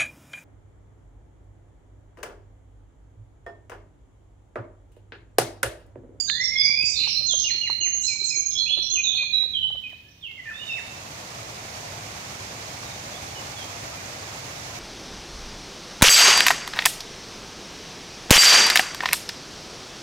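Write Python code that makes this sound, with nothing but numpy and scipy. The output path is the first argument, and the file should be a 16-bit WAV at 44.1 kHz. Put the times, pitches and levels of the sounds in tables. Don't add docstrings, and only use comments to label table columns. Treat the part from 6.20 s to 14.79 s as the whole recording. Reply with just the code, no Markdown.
import sys
import numpy as np
from scipy import signal
from scipy.fft import rfft, irfft
from scipy.io import wavfile

SR = 44100
rng = np.random.default_rng(int(sys.argv[2]) if len(sys.argv) > 2 else 0)


def to_wav(s):
    ch = np.atleast_2d(s).T
    pcm = np.round(np.clip(ch, -1, 1) * 32767)
    wavfile.write(sys.argv[1], SR, pcm.astype(np.int16))


N = 378819


def from_db(db):
    return 10 ** (np.asarray(db) / 20)


def rms_one(x):
    return x / np.sqrt(np.mean(x ** 2) + 1e-20)


def in_time(rows):
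    return np.interp(np.arange(N) / SR, *np.transpose(rows))


def at_hz(points, hz):
    point_hz, value = np.transpose(points)
    return np.interp(np.log(np.maximum(hz, 1)), np.log(point_hz), value)


def pan(lean_db):
    gains = from_db(np.array([[.5], [-.5]]) * lean_db)
    return gains / np.sqrt(np.mean(gains ** 2, axis=0))


def add(out, start, sound):
    i = max(0, round(start * SR))
    out[:, i:i + sound.shape[1]] += sound[:, :N - i]


def wander(rate_hz):
    slow = np.fft.rfftfreq(N, 1 / SR) < rate_hz
    return rms_one(irfft(rfft(rng.standard_normal(N)) * slow, N))


# pitch_hz, correlation (1 alike, 0 unrelated, negative opposed)
LIKENESS = [(200, 1), (330, .95), (640, .1), (1400, -.35), (2400, -.05), (15000, 0)]
# pitch_hz, left_over_right_db
LEAN = [(380, 0), (700, 2.5), (1290, 0), (2380, -2.5), (4400, -9), (8100, -9), (12000, -5.5)]


def wide_noise(spectrum):
    hz = np.fft.rfftfreq(N, 1 / SR)
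    mid, side = rfft(rng.standard_normal((2, N)))
    alike = np.clip(at_hz(LIKENESS, hz), -1, 1)
    pair = np.sqrt(1 + alike) * mid + np.sqrt(1 - alike) * side * [[1], [-1]]
    shape = pan(at_hz(LEAN, hz)) * from_db(at_hz(spectrum, hz))
    return rms_one(irfft(pair * shape, N))


SLUR_OVERSHOOT, SLUR_RASP_SHARE = 0.35, 0.028
SLUR_RASP_HZ = 11


def slur(start, length, hz, fall_hz, level_db):
    pitches = (hz + fall_hz, hz, hz - SLUR_OVERSHOOT * fall_hz)
    return start, length, pitches, SLUR_RASP_HZ + SLUR_RASP_SHARE * fall_hz, level_db


def buzz(start, length, hz, rasp_hz, level_db):
    return start, length, (hz, hz, hz), rasp_hz, level_db


PLUNGE_S, PLUNGE_RASP_HZ = .038, 13
PLUNGE_SPAN = 0.282


def plunge(start, hz, level_db):
    pitches = (hz * (1 + PLUNGE_SPAN), hz, hz / (1 + PLUNGE_SPAN))
    return start, PLUNGE_S, pitches, PLUNGE_RASP_HZ, level_db


# start_s, length_s, pitch_hz, fall_hz, level_db
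SLURS = [(0.0, 0.011, 4760, 40, -19.5), (0.07, 0.13, 3570, 250, -29.5), (0.206, 0.1, 5460, 90, -24),
         (0.373, .11, 4876, 290, -18.5), (0.57, 0.064, 4824, 96, -20), (0.733, 0.1, 3595, 220, -32),
         (1.082, 0.064, 3350, 760, -24.5), (2.75, 0.019, 2820, 440, -27.5), (2.768, 0.041, 2488, 62, -24.5),
         (2.834, 0.068, 3656, 460, -21), (2.968, 0.095, 2462, 66, -27.5), (3.124, 0.069, 3877, 108, -17),
         (3.331, 0.067, 3120, 384, -24), (3.424, 0.039, 3034, 30, -21.5), (3.635, 0.0363, 2502, 111, -33.5),
         (3.883, 0.016, 5550, 250, -57), (3.91, 0.021, 5860, 210, -57), (4.007, .024, 3600, 10, -51),
         (4.025, 0.061, 2860, 720, -34.5), (4.08, 0.057, 2150, 75, -46), (4.176, 0.033, 2040, 230, -37.5),
         (4.254, 0.056, 1780, 64, -34), (4.463, 0.061, 3665, 33, -35), (4.484, .07, 2643, 200, -28),
         (4.498, 0.032, 5320, 150, -45), (6.644, 0.093, 3720, 80, -45.5), (7.149, 0.051, 2950, 60, -41),
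         (7.359, 0.09, 3250, 300, -41.5), (7.733, 0.079, 2400, 50, -49)]


def slurs():
    return [slur(*row) for row in SLURS]


# start_s, length_s, pitch_hz, rasp_hz (pitch spread), level_db
BUZZES = [(0.0, 0.012, 7060, 200, -25), (0.083, 0.039, 4180, 160, -23), (0.421, 0.059, 5500, 596, -28.5),
          (0.637, 0.097, 6130, 904, -28), (0.754, 0.098, 4200, 190.3, -22.5),
          (0.779, 0.14, 2665, 254, -32.5), (0.869, 0.083, 5310, 248, -26), (1.16, 0.11, 4200, 510, -36.5),
          (1.175, 0.093, 5570, 300, -31.5), (2.307, 0.037, 3600, 250, -41), (2.618, 0.064, 5680, 170, -32),
          (2.9, 0.095, 3604, 198, -28)]


def buzzes():
    return [buzz(*row) for row in BUZZES]


# start_s, pitch_hz, level_db
HIGH_NOTES = [(0.03, 6380, -35), (0.195, 6480, -38.5), (1.06, 6334, -24), (1.132, 6407, -21),
              (1.6, 6434, -25.5), (1.72, 6480, -23.5), (2.15, 6430, -22.5), (2.25, 6450, -25.5),
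              (2.697, 6394, -23.5), (2.815, 6475, -28.5)]
HIGH_S, HIGH_SAG_HZ, HIGH_RASP_HZ = 0.0767, 170, 55


def high_notes():
    notes = []
    for start, hz, level_db in HIGH_NOTES:
        pitches = (hz + HIGH_SAG_HZ, hz, hz - SLUR_OVERSHOOT * HIGH_SAG_HZ)
        notes.append((start, HIGH_S, pitches, HIGH_RASP_HZ, level_db))
    return notes


# start_s, length_s, pitch_hz (midway), climb_hz, level_db
CLIMBS = [(0.072, 0.13, 1770, 440, -35.5), (0.196, 0.044, 2035, 192, -25), (0.31, 0.1, 2140, 50, -25),
          (0.399, .139, 2270, 152, -24.5), (0.55, 0.11, 2487, 290, -27), (2.459, 0.052, 2794, 785, -28.5),
          (3.835, 0.069, 1714, 130.6, -64.5), (4.246, 0.14, 2535, 364, -44.5),
          (4.336, .088, 3630, 287, -40.5), (6.93, .056, 3450, 400, -44)]
CLIMB_RASP_HZ = 20


def climbs():
    return [(start, length, (hz - climb / 2, hz, hz + climb / 2), CLIMB_RASP_HZ, level_db)
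            for start, length, hz, climb, level_db in CLIMBS]


# start_s, pitch_hz (settled), level_db
FLICKS = [(0.355, 3450, -29), (0.945, 4180, -23), (1.294, 4213, -23), (1.465, 4164, -25),
          (1.832, 4160, -26), (1.997, 4153, -25.5), (2.303, 5380, -35), (2.346, 3400, -25),
          (2.374, 4180, -23), (2.5, 3420, -22), (2.558, 4135, -25.5), (2.943, 4203, -28.5),
          (4.39, 2927, -38)]
FLICK_S, FLICK_RISE_HZ, FLICK_RASP_HZ = 0.077, 200, 44


def flicks():
    return [(start, FLICK_S, (hz - FLICK_RISE_HZ, hz, hz), FLICK_RASP_HZ, level_db)
            for start, hz, level_db in FLICKS]


# start_s, level_db
BREAK_CALLS = [(1.24, -24), (1.412, -25.5), (1.607, -24.5)]
HOLD_S, HOLD_HZ, BREAK_HZ = .035, 2843, 2225
BREAK_DB = -9.5


def break_calls():
    notes = []
    for start, level_db in BREAK_CALLS:
        notes.append(slur(start, HOLD_S, HOLD_HZ, fall_hz=70, level_db=level_db))
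        notes.append(plunge(start + HOLD_S, BREAK_HZ, level_db + BREAK_DB))
    return notes


# start_s, level_db
FLOURISHES = [(1.81, -26.5), (2.033, -27)]
# length_s, pitch_hz, rasp_hz
FLOURISH_BUZZ = (0.077, 6670, 480)
# delay_s, length_s, pitch_hz, fall_hz, level_db (relative to the buzz)
FLOURISH_SLURS = [(0.053, 0.028, 5230, 250, -1.5), (.069, .065, 2354, 296, -5)]


def flourishes():
    notes = []
    for start, level_db in FLOURISHES:
        notes.append(buzz(start, *FLOURISH_BUZZ, level_db))
        for delay, length, hz, fall_hz, part_db in FLOURISH_SLURS:
            notes.append(slur(start + delay, length, hz, fall_hz, level_db + part_db))
    return notes


# start_s, pitch_hz, level_db
PLUNGES = [(3.198, 2110, -50.5), (3.695, 1960, -54), (4.286, 1550, -39), (4.568, 1914, -37)]


def plunges():
    return [plunge(*row) for row in PLUNGES]


def song():
    return (slurs() + buzzes() + high_notes() + climbs() + flicks()
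            + break_calls() + flourishes() + plunges())


def glide(u, first, middle, last, snap=4.15):
    def bend(v):
        return 1 - v + v * np.exp(-snap) - np.exp(-snap * v)
    straight = first + (last - first) * u
    return straight + (middle - (first + last) / 2) * bend(u) / bend(0.493)


# band_hz, t60_s
WOOD_T60 = [(1500, 0.51), (3000, 0.79), (4500, 0.81), (6500, 0.73), (9000, 0.57)]


def trees(x, build_s=0.0016):
    t = np.arange(SR) / SR
    tail, hz = np.zeros((2, SR)), np.fft.rfftfreq(SR, 1 / SR)
    scatter = rfft(rng.standard_normal((2, SR)))
    centres = [f for f, t60 in WOOD_T60]
    for share, (f, t60) in zip(np.eye(len(centres)), WOOD_T60):
        band = irfft(scatter * np.interp(hz, centres, share), SR)
        tail += band * from_db(-60 * t / t60)
    tail *= 1 - np.exp(-t / build_s)
    return signal.fftconvolve(x, rms_one(tail) / np.sqrt(SR), axes=1)[:, :N]


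# pitch_hz, left_over_right_db
BIRD_LEAN = [(1700, -2.5), (2200, -5.5), (2550, -3), (3000, -7), (3500, -11.5), (4200, -14), (5400, -19),
             (6500, -16)]
# time_s, echo_db
ECHO = [(4.6, -2.5), (5.4, -7)]
LEFT_LEAD_S = 3 / SR


def birds(attack_share=0.12, release_share=0.15, buzz_attack=0.16, flutter_hz=330, shimmer_db=1.67,
          beak_hz=1750, direct_db=-3.5, overtone_db=-31, overtone_hz=11350, overtone_width_hz=480):
    out, shimmer = np.zeros((2, N)), wander(110)
    flutter = rms_one(np.tanh(.5 * wander(flutter_hz)))
    for start, length, (first, middle, last), rasp, level_db in song():
        u = np.linspace(0, 1, int(max(length, .015) * SR))
        now = slice(int(start * SR), int(start * SR) + len(u))
        pitch = glide(u, first, middle, last) + rasp * flutter[now]
        cycles = np.cumsum(pitch) / SR
        left_lead = pitch * LEFT_LEAD_S * np.array([[1], [0]])
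        phase = 2 * np.pi * (cycles + left_lead)
        attack = attack_share + buzz_attack * np.tanh(rasp / 400)
        ramp = np.clip(np.minimum(u / attack, (1 - u) / release_share), 0, 1)
        swell = np.sin(np.pi / 2 * ramp) ** 2
        radiated = 1 / (1 + (beak_hz / pitch) ** 8)
        sheen = from_db(overtone_db) * np.exp(-((2 * pitch - overtone_hz) / overtone_width_hz) ** 2)
        tone = np.sin(phase) + sheen * np.sin(2 * phase)
        tone = tone * swell * radiated * from_db(shimmer_db * shimmer[now])
        add(out, start, from_db(level_db) * rms_one(tone) * pan(at_hz(BIRD_LEAN, middle)))
    return from_db(direct_db) * out + trees(out * from_db(in_time(ECHO)))


# (relative, per Hz)
AIR = [(25, -26), (50, -3.5), (90, 0), (200, -7.5), (400, -16.5), (800, -19.5), (1500, -24.5),
       (3000, -15.5), (6000, -25), (9000, -37.5), (13500, -32.5), (15700, -27)]


def crackle(per_s=22, level_db=-14, spread_db=7.0, decay_s=.002, low_hz=450):
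    sizes = from_db(spread_db * np.minimum(rng.exponential(1, N), 3))
    hits = sizes * (rng.random(N) < per_s / SR)
    bursts = signal.lfilter([1], [1, -np.exp(-1 / (decay_s * SR))], hits + 1e-18)
    highpass = signal.butter(2, low_hz, "high", fs=SR, output="sos")
    grain = signal.sosfilt(highpass, wide_noise(AIR))
    return from_db(level_db) * rms_one(bursts * grain)


# time_s, level_db
AIR_LEVEL = [(0, -49), (.8, -47), (2.0, -51), (3.5, -50.5), (3.95, -54), (4.4, -52.5), (4.9, -96),
             (8.6, -90)]


def wood_air():
    return from_db(in_time(AIR_LEVEL)) * (wide_noise(AIR) + crackle())


# start_s, level_db (peak before panning), centre_hz, left_over_right_db
TICKS = [(0.099, -7, 2460, -9), (0.497, -35, 920, 4), (0.630, -23, 4500, -1), (0.903, -32, 6240, -2),
         (1.343, -25, 2610, -5), (1.527, -30.5, 4630, -14), (2.584, -35, 1090, 9)]


def ticks(decay_s=0.0014, width=1.78):
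    out, t = np.zeros((2, N)), np.arange(SR // 20) / SR
    for start, level_db, hz, lean_db in TICKS:
        band = signal.butter(2, [hz / width, hz * width], "band", fs=SR, output="sos")
        burst = rng.standard_normal((2, len(t))) * np.exp(-t / decay_s)
        snap = signal.sosfilt(band, signal.sosfilt(band, burst))
        add(out, start, from_db(level_db) * snap / np.abs(snap).max() * pan(lean_db))
    return out


# start_s, level_db (peak), top_hz
BUMPS = [(0.496, -35.5, 230), (0.635, -36, 257)]


def bumps(decay_s=0.0052, low_hz=70):
    out, t = np.zeros((2, N)), np.arange(SR // 10) / SR
    for start, level_db, top_hz in BUMPS:
        band = signal.butter(2, [low_hz, top_hz], "band", fs=SR, output="sos")
        thud = signal.sosfilt(band, rng.standard_normal(len(t)) * np.exp(-t / decay_s))
        add(out, start, from_db(level_db) * thud / np.abs(thud).max() * pan(0))
    return out


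PATTER_FROM_S, PATTER_TO_S, PATTER_DB = .75, 3.9, -45.5
PATTER_LOW_HZ, PATTER_HIGH_HZ = 345, 1100


def patter(count=16, spread_db=4):
    when, strength, size = rng.random((count, 3)).T
    starts = PATTER_FROM_S + (PATTER_TO_S - PATTER_FROM_S) * (np.arange(count) + when) / count
    levels_db = PATTER_DB + spread_db * (strength - .5)
    pitches = PATTER_LOW_HZ * (PATTER_HIGH_HZ / PATTER_LOW_HZ) ** (size ** 2)
    return list(zip(starts, levels_db, pitches))


# start_s, level_db (before the gain of all plips), pitch_hz
PLIPS = [(0.873, -32.5, 917), (1.138, -32.5, 585), (1.498, -26.5, 940), (1.609, -43, 350),
         (2.017, -43.5, 390), (2.169, -41, 352), (2.573, -36.5, 623), (2.584, -37, 373), (2.734, -41, 360),
         (2.949, -43, 790), (3.033, -40, 1080), (3.233, -41, 810), (3.504, -41.5, 820), (3.548, -43, 677)]


def plips(cycles=13, rise_cycles=1.5, knock_db=-13, knock_s=0.011, gain_db=10.0):
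    out, t = np.zeros((2, N)), np.arange(SR // 10) / SR
    dull = signal.butter(2, [250, 1500], "band", fs=SR, output="sos")
    for start, level_db, hz in PLIPS + patter():
        knock = signal.sosfilt(dull, rng.standard_normal((2, len(t))) * np.exp(-t / knock_s))
        rise = 1 - np.exp(-t * hz / rise_cycles)
        decay = np.exp(-np.log(1000) * t * hz / cycles)
        body = rise * decay * np.sin(2 * np.pi * hz * t)
        plip = body + from_db(knock_db) * knock / np.abs(knock).max()
        add(out, start, from_db(level_db + gain_db) * plip)
    return out


def ring(clicks, hz, t60):
    r, w = from_db(-60 / (t60 * SR)), 2 * np.pi * hz / SR
    return signal.lfilter([0, np.sin(w)], [1, -2 * r * np.cos(w), r * r], clicks + 1e-18)


# (relative, per Hz)
RUSH = [(25, -31), (50, -9), (110, 3), (200, -7), (400, -9.5), (690, -3), (950, -7), (1600, -10.5),
        (2300, -8), (3050, -13), (6600, -11), (8500, -21), (13600, -27.5), (15700, -28.5)]


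def bubbles(low_hz, high_hz, per_s, cycles, spread_db=2.5, scatter_db=2.5, count=30):
    out = np.zeros((2, N))
    for hz in np.geomspace(low_hz, high_hz, count):
        born = rng.integers(0, N, max(1, int(per_s * N / SR / count)))
        sizes = from_db(spread_db * np.minimum(rng.exponential(1, len(born)), 3))
        spots = pan(at_hz(LEAN, hz) + scatter_db * rng.standard_normal(len(born)))
        clicks = np.zeros((2, N))
        clicks[:, born] = sizes * spots * rng.choice([-1, 1], (2, len(born)))
        ringing = rms_one(ring(clicks, hz, cycles / hz))
        out += ringing * np.sqrt(hz) * from_db(at_hz(RUSH, hz))
    return rms_one(out)


# time_s, level_db (common to its three parts)
FLOW = [(0, -110), (4.0, -77), (4.25, -52.5), (4.5, -43.5), (4.8, -39.5), (5.3, -37.5), (6.3, -37),
        (7.5, -36.5), (8.6, -36.5)]


def brook(fizz_db=-10.0, gurgle_db=-12.5, rush_db=0.5, surge_db=0.64, surge_hz=22):
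    rush = from_db(rush_db + surge_db * wander(surge_hz)) * wide_noise(RUSH)
    fizz = from_db(fizz_db) * bubbles(low_hz=1096, high_hz=7070, per_s=1400, cycles=33)
    gurgle = from_db(gurgle_db) * bubbles(low_hz=463.3, high_hz=1312, per_s=90, cycles=110)
    return from_db(in_time(FLOW)) * (rush + fizz + gurgle)


def scene():
    return birds() + wood_air() + ticks() + bumps() + plips() + brook()


MONO_BELOW_HZ = 400
CUTOFF_HZ = 15600


def record(dry):
    mid, side = (dry[0] + dry[1]) / 2, (dry[0] - dry[1]) / 2
    hz = np.fft.rfftfreq(N, 1 / SR)
    side = irfft(rfft(side) * (1 - 1 / (1 + (hz / MONO_BELOW_HZ) ** 4)), N)
    lowpass = signal.ellip(12, .1, 80, CUTOFF_HZ, fs=SR, output="sos")
    return signal.sosfilt(lowpass, [mid + side, mid - side])


dry = scene()
out = record(dry)
to_wav(out)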